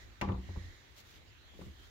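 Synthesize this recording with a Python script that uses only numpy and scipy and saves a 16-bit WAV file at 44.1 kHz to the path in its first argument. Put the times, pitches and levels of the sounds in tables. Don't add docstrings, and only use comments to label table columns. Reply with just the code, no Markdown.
import sys
import numpy as np
from scipy import signal
from scipy.fft import rfft, irfft
from scipy.io import wavfile
from scipy.ndimage import uniform_filter1d

SR = 44100
rng = np.random.default_rng(int(sys.argv[2]) if len(sys.argv) > 2 else 0)


def inscribe(sig):
    pcm = np.round(np.clip(np.atleast_2d(sig).T, -1, 1) * 32767)
    wavfile.write(sys.argv[1], SR, pcm.astype(np.int16))


N = 83790
RING_SAMPLES = 32768

# start_s, thump_hz, thump_db, thump_t60_s, body_db, clack_db, clack_hz, crack_db, left_db
BLOWS = [(0.2124, 130, -33.5, 0.099, -37, -41.5, 790, -37, 1.5),
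         (0.2156, 55, -39, 0.43, -46, -41, 780, -39, -12),
         (0.2244, 140, -53, 0.073, -42, -40.5, 810, -62, 9.5),
         (0.2453, 61, -32.5, 0.22, -41, -46, 1200, -74, -13),
         (0.274, 101.2, -28, 0.095, -37, -53.5, 1000, -78, -12),
         (0.2872, 98.2, -24, 0.15, -43, -41.5, 1170, -49.5, -3.5),
         (0.2965, 93, -29.5, 0.06, -38.5, -43, 1070, -72, 3),
         (0.32, 119.6, -40, 0.35, -41, -46.5, 1100, -65, -2.5),
         (0.344, 66, -34.5, 0.3, -49, -48, 1080, -86, -3),
         (0.377, 66, -34.5, 0.27, -46.5, -79, 890, -81, -12),
         (0.488, 88.7, -35.5, 0.36, -48.5, -56, 734, -79, 1),
         (0.557, 77.3, -41, 0.18, -46, -52, 1280, -74, -12),
         (0.5707, 88.7, -40, 0.84, -51.5, -69, 700, -82, -8),
         (0.5714, 67, -27.5, 0.089, -56, -80, 700, -88, -3), (1.535, 72, -54, 0.26, -60, -64, 547, -80, -2),
         (1.590, 423, -37.5, 0.029, -51.5, -71.5, 605, -86, 23),
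         (1.6116, 76, -43.5, 0.22, -46, -56.5, 1150, -59, -5),
         (1.662, 114, -43.5, 0.085, -51, -74, 700, -78, -4)]
# freq_hz, density_db
SHELL_SPECTRUM = [(60, -6.5), (200, 4.5), (430, -2), (600, -8.5), (800, -3), (1270, -2), (1550, -6),
                  (2150, -2.5), (3500, -10.5), (6500, -13), (8200, -25.5), (16000, -27.5)]
# freq_hz, left_db
AIR_BALANCE = [(100, 4.5), (1000, -2), (4500, -6.5), (9000, -0.5)]


def amp(db):
    return 10 ** (np.asarray(db) / 20)


def unit(x):
    return x / np.sqrt(np.mean(x ** 2) + 1e-20)


def decay(t, t60_s):
    return np.exp(-np.log(1000) * t / t60_s)


def rise(t, tau_s):
    return 1 - np.exp(-t / tau_s)


def read(points, hz):
    freq_hz, value = np.transpose(points)
    return np.interp(np.log(hz + 1), np.log(freq_hz + 1), value)


def pan(left_db):
    return amp(np.array([[.5], [-.5]]) * left_db)


def add(mix, start_s, sound):
    part = mix[:, round(start_s * SR):][:, :sound.shape[1]]
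    part += sound[:, :part.shape[1]]


def noise(spectrum, size):
    coherence = [(60, 0.41), (180, 0.63), (350, 0.62), (700, -0.22), (2000, 0.049), (12000, -0.12)]
    hz = np.fft.rfftfreq(size, 1 / SR)
    left, other = np.exp(2j * np.pi * rng.random((2, len(hz))))
    same = np.clip(read(coherence, hz), -1, 1)
    right = same * left + np.sqrt(1 - same ** 2) * other
    return unit(irfft(np.array([left, right]) * amp(read(spectrum, hz)), size))


def colour(x, gain):
    return irfft(rfft(x) * gain(np.fft.rfftfreq(x.shape[1], 1 / SR)), x.shape[1])


def band_decay(x, bands):
    t = np.arange(x.shape[1]) / SR
    centres_hz, t60s = zip(*bands)
    return sum(colour(x, lambda hz: read(list(zip(centres_hz, share)), hz)) * decay(t, t60_s)
               for share, t60_s in zip(np.eye(len(bands)), t60s))


def swelling(peaks):
    t = np.arange(N) / SR
    return sum(amp(db) * np.exp(-.5 * ((t - peak_s) / sigma_s) ** 2) for peak_s, sigma_s, db in peaks)


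def air():
    spectrum = [(20, -28), (60, 13.5), (110, 11), (160, -1), (330, -1.5), (600, -3.5), (1100, -4.5),
                (2000, -2), (2600, -5), (3800, -5), (4700, -13), (7000, -13), (8300, -26), (11000, -26),
                (13500, -21), (16000, -23.5)]
    level_db, patch_db = -61, 2
    hz, _, bins = signal.stft(noise(spectrum, N), SR, nperseg=512)
    patches = uniform_filter1d(rng.standard_normal(bins.shape[1:]), size=7, axis=0)
    patches = unit(uniform_filter1d(patches, size=16, axis=1))
    bins = bins * amp(patch_db * patches) * pan(read(AIR_BALANCE, hz))[:, :, None]
    return amp(level_db) * signal.istft(bins, SR, nperseg=512)[1][:, :N]


def hiss():
    spectrum = [(1450, -12), (1900, 2.5), (2150, -2.5), (2600, -18), (3500, -10.5), (4150, -7), (4500, -13),
                (7000, -14), (8300, -29.5)]
    swells = [(0.02, 0.024, -58.5), (0.62, 0.17, -60.5)]  # peak_s, sigma_s, level_db
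    return swelling(swells) * colour(noise(spectrum, N), lambda hz: pan(read(AIR_BALANCE, hz)))


def wind():
    spectrum = [(15, -37), (32, 0), (62, 2.5), (100, -7), (160, -22.5), (350, -16.5), (900, -56)]  # freq_hz, density_db
    gusts = [(0, -57.5), (.08, -52.5), (.16, -63), (.45, -50.5), (.70, -53.5), (.84, -70), (1.05, -67.5),
             (1.5, -62), (1.699, -47), (1.75, -65.5), (1.82, -55.5), (1.9, -61.5)]
    return noise(spectrum, N) * amp(np.interp(np.arange(N) / SR, *np.transpose(gusts)))


def bird(mix):
    notes = [(1.259, 0.063, 4850, -68), (1.358, 0.16, 4050, -65.5), (1.437, .17, 3335, -63),
             (1.76, 0.14, 3160, -64)]
    waver_share, fall_share = 0.04, 0.0074
    for start_s, length_s, pitch_hz, level_db in notes:
        progress = np.linspace(0, 1, round(length_s * SR))
        waver = unit(uniform_filter1d(rng.standard_normal((2, len(progress))), size=120))
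        hz = pitch_hz * (1 + waver_share * waver - fall_share * (progress - .5))
        cycles = np.cumsum(hz, axis=1) / SR
        add(mix, start_s, amp(level_db) * np.sin(np.pi * progress) * np.sin(2 * np.pi * cycles))


def sleeve():
    spectrum = [(200, -5), (1000, -10), (3500, -2.5), (7000, -9), (8300, -17.5), (11000, -18.5),
                (12500, -12.5), (16000, -16.5)]
    strokes = [(0.99, 0.023, -56.5), (1.073, 0.017, -64.5), (1.114, 0.014, -61), (1.162, 0.018, -62.5),
               (1.626, 0.053, -64.5), (1.836, 0.055, -66)]
    grain_db = 2 * unit(uniform_filter1d(rng.standard_normal(N), size=120))
    return swelling(strokes) * unit(noise(spectrum, N) * amp(grain_db))


def hinge(mix):
    ticks = [(0.320, -51.5, 3100), (0.382, -72, 8800), (1.613, -67, 8900)]  # start_s, level_db, pitch_hz
    t = np.arange(RING_SAMPLES) / SR
    width_share = .18
    for start_s, level_db, pitch_hz in ticks:
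        white = rng.standard_normal((2, RING_SAMPLES))
        ring = colour(white, lambda hz: 1 / (1 + ((hz / pitch_hz - 1) / width_share) ** 2))
        add(mix, start_s, amp(level_db) * unit(ring) * decay(t, t60_s=0.034))


def rim_damping(start_s, age_s):
    return decay(age_s, t60_s=0.38) if start_s > .45 else 1


def boom():
    relaxed_hz, sharp_share, relax_s, gain_db = 188, 0.15, 0.04, 3.5
    t = np.arange(N) / SR
    energy = np.zeros(N)
    for start_s, _, _, _, body_db, *_ in BLOWS:
        age_s = np.maximum(t - start_s, 0)
        envelope = rise(age_s, tau_s=0.0066) * decay(age_s, t60_s=.28) * rim_damping(start_s, age_s)
        energy += (amp(body_db) * envelope) ** 2
    since_drop_s = np.maximum(t - BLOWS[0][0], 0)
    hz = relaxed_hz * (1 + sharp_share * np.exp(-since_drop_s / relax_s))
    return amp(gain_db) * np.sqrt(energy) * np.sin(2 * np.pi * np.cumsum(hz) / SR)


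def thump(start_s, pitch_hz, level_db, t60_s):
    settle_s, left_lead_s = 0.69, .0001
    t = np.arange(RING_SAMPLES) / SR
    settled_s = (start_s < settle_s) * np.maximum(start_s + t - settle_s, 0)
    envelope = rise(t, tau_s=0.0017) * decay(t, t60_s) * decay(settled_s, t60_s=0.14)
    tone = np.sin(2 * np.pi * pitch_hz * (t + np.array([[left_lead_s], [0]])))
    return amp(level_db) * envelope * tone


def clack(shell, start_s, body_db, clack_db, clack_hz, crack_db, left_db):
    modes = [(268.6, -8, 0.16), (351.3, -11, 0.25), (395, -0.5, 0.11), (498.8, -6, 0.17),
             (712.7, -13.5, 0.28), (830, -7, 0.1), (973.4, -14, 0.095), (1021, -25, 0.31),
             (1144, -11.5, 0.15), (1782, 0.5, 0.083), (2334, -2, 0.053), (2730, -1, 0.046)]
    shell_decay = [(150, 0.2), (500, 0.14), (1100, 0.16), (2200, 0.061), (6000, 0.026), (14000, 0.021)]  # freq_hz, t60_s
    yard_decay = [(150, 0.43), (1000, 0.41), (3000, 0.29), (12000, 0.087)]  # freq_hz, t60_s
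    balance = [(150, 4), (400, 3.5), (1200, 6), (1900, 6), (4500, -0.5), (9000, 4.5)]  # freq_hz, left_db
    body_hz, mid_hz, crack_hz, treble_hz = 364, 990, 2110, 6000
    peak_db, peak_octaves, shell_db, yard_db = 4.5, 0.44, 3, -10
    t = np.arange(RING_SAMPLES) / SR
    gentle_db = max(BLOWS[0][7] - crack_db, 0)
    contact = rise(t, tau_s=0.00011 * amp(0.083 * gentle_db))
    treble_db = crack_db - 0.86 * gentle_db
    force = [(body_hz, body_db), (mid_hz, clack_db), (crack_hz, crack_db), (treble_hz, treble_db)]

    def drive(hz):
        favoured_db = peak_db * np.exp(-(np.log2((hz + 1) / clack_hz) / peak_octaves) ** 2)
        side_db = read(balance, hz) + left_db * np.minimum(hz / mid_hz, 1)
        return amp(read(force, hz) + favoured_db) * pan(side_db)

    walls = amp(shell_db) * band_decay(colour(shell, drive), shell_decay)
    for k, (hz, gain_db, t60_s) in enumerate(modes):
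        spread_rad = 0.61 * min(hz / mid_hz, 1) * (-1) ** k * np.array([[1], [-1]])
        envelope = rise(t, tau_s=0.0033 * body_hz / hz) * decay(t, t60_s)
        walls += amp(gain_db) * drive(hz) * envelope * np.sin(2 * np.pi * hz * t + spread_rad)
    reflections = colour(noise(SHELL_SPECTRUM, RING_SAMPLES), drive)
    yard = amp(yard_db) * band_decay(reflections, yard_decay) * rise(t, tau_s=0.0052)
    return contact * (rim_damping(start_s, t) * walls + yard)


def scene():
    mix = air() + hiss() + wind() + sleeve() + boom()
    shell = noise(SHELL_SPECTRUM, RING_SAMPLES)
    for start_s, thump_hz, thump_db, thump_t60_s, *strike in BLOWS:
        add(mix, start_s, thump(start_s, thump_hz, thump_db, thump_t60_s))
        add(mix, start_s, clack(shell, start_s, *strike))
    hinge(mix)
    bird(mix)
    return mix


def record(dry):
    low_cut_hz, high_cut_hz = 24.4, 15850
    trimmed = colour(dry, lambda hz: hz ** 2 / np.sqrt(hz ** 4 + low_cut_hz ** 4))
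    lowpass = signal.firwin(511, high_cut_hz, window=("kaiser", 9), fs=SR)
    return signal.oaconvolve(trimmed, lowpass[None], "same")


dry = scene()
out = record(dry)
inscribe(out)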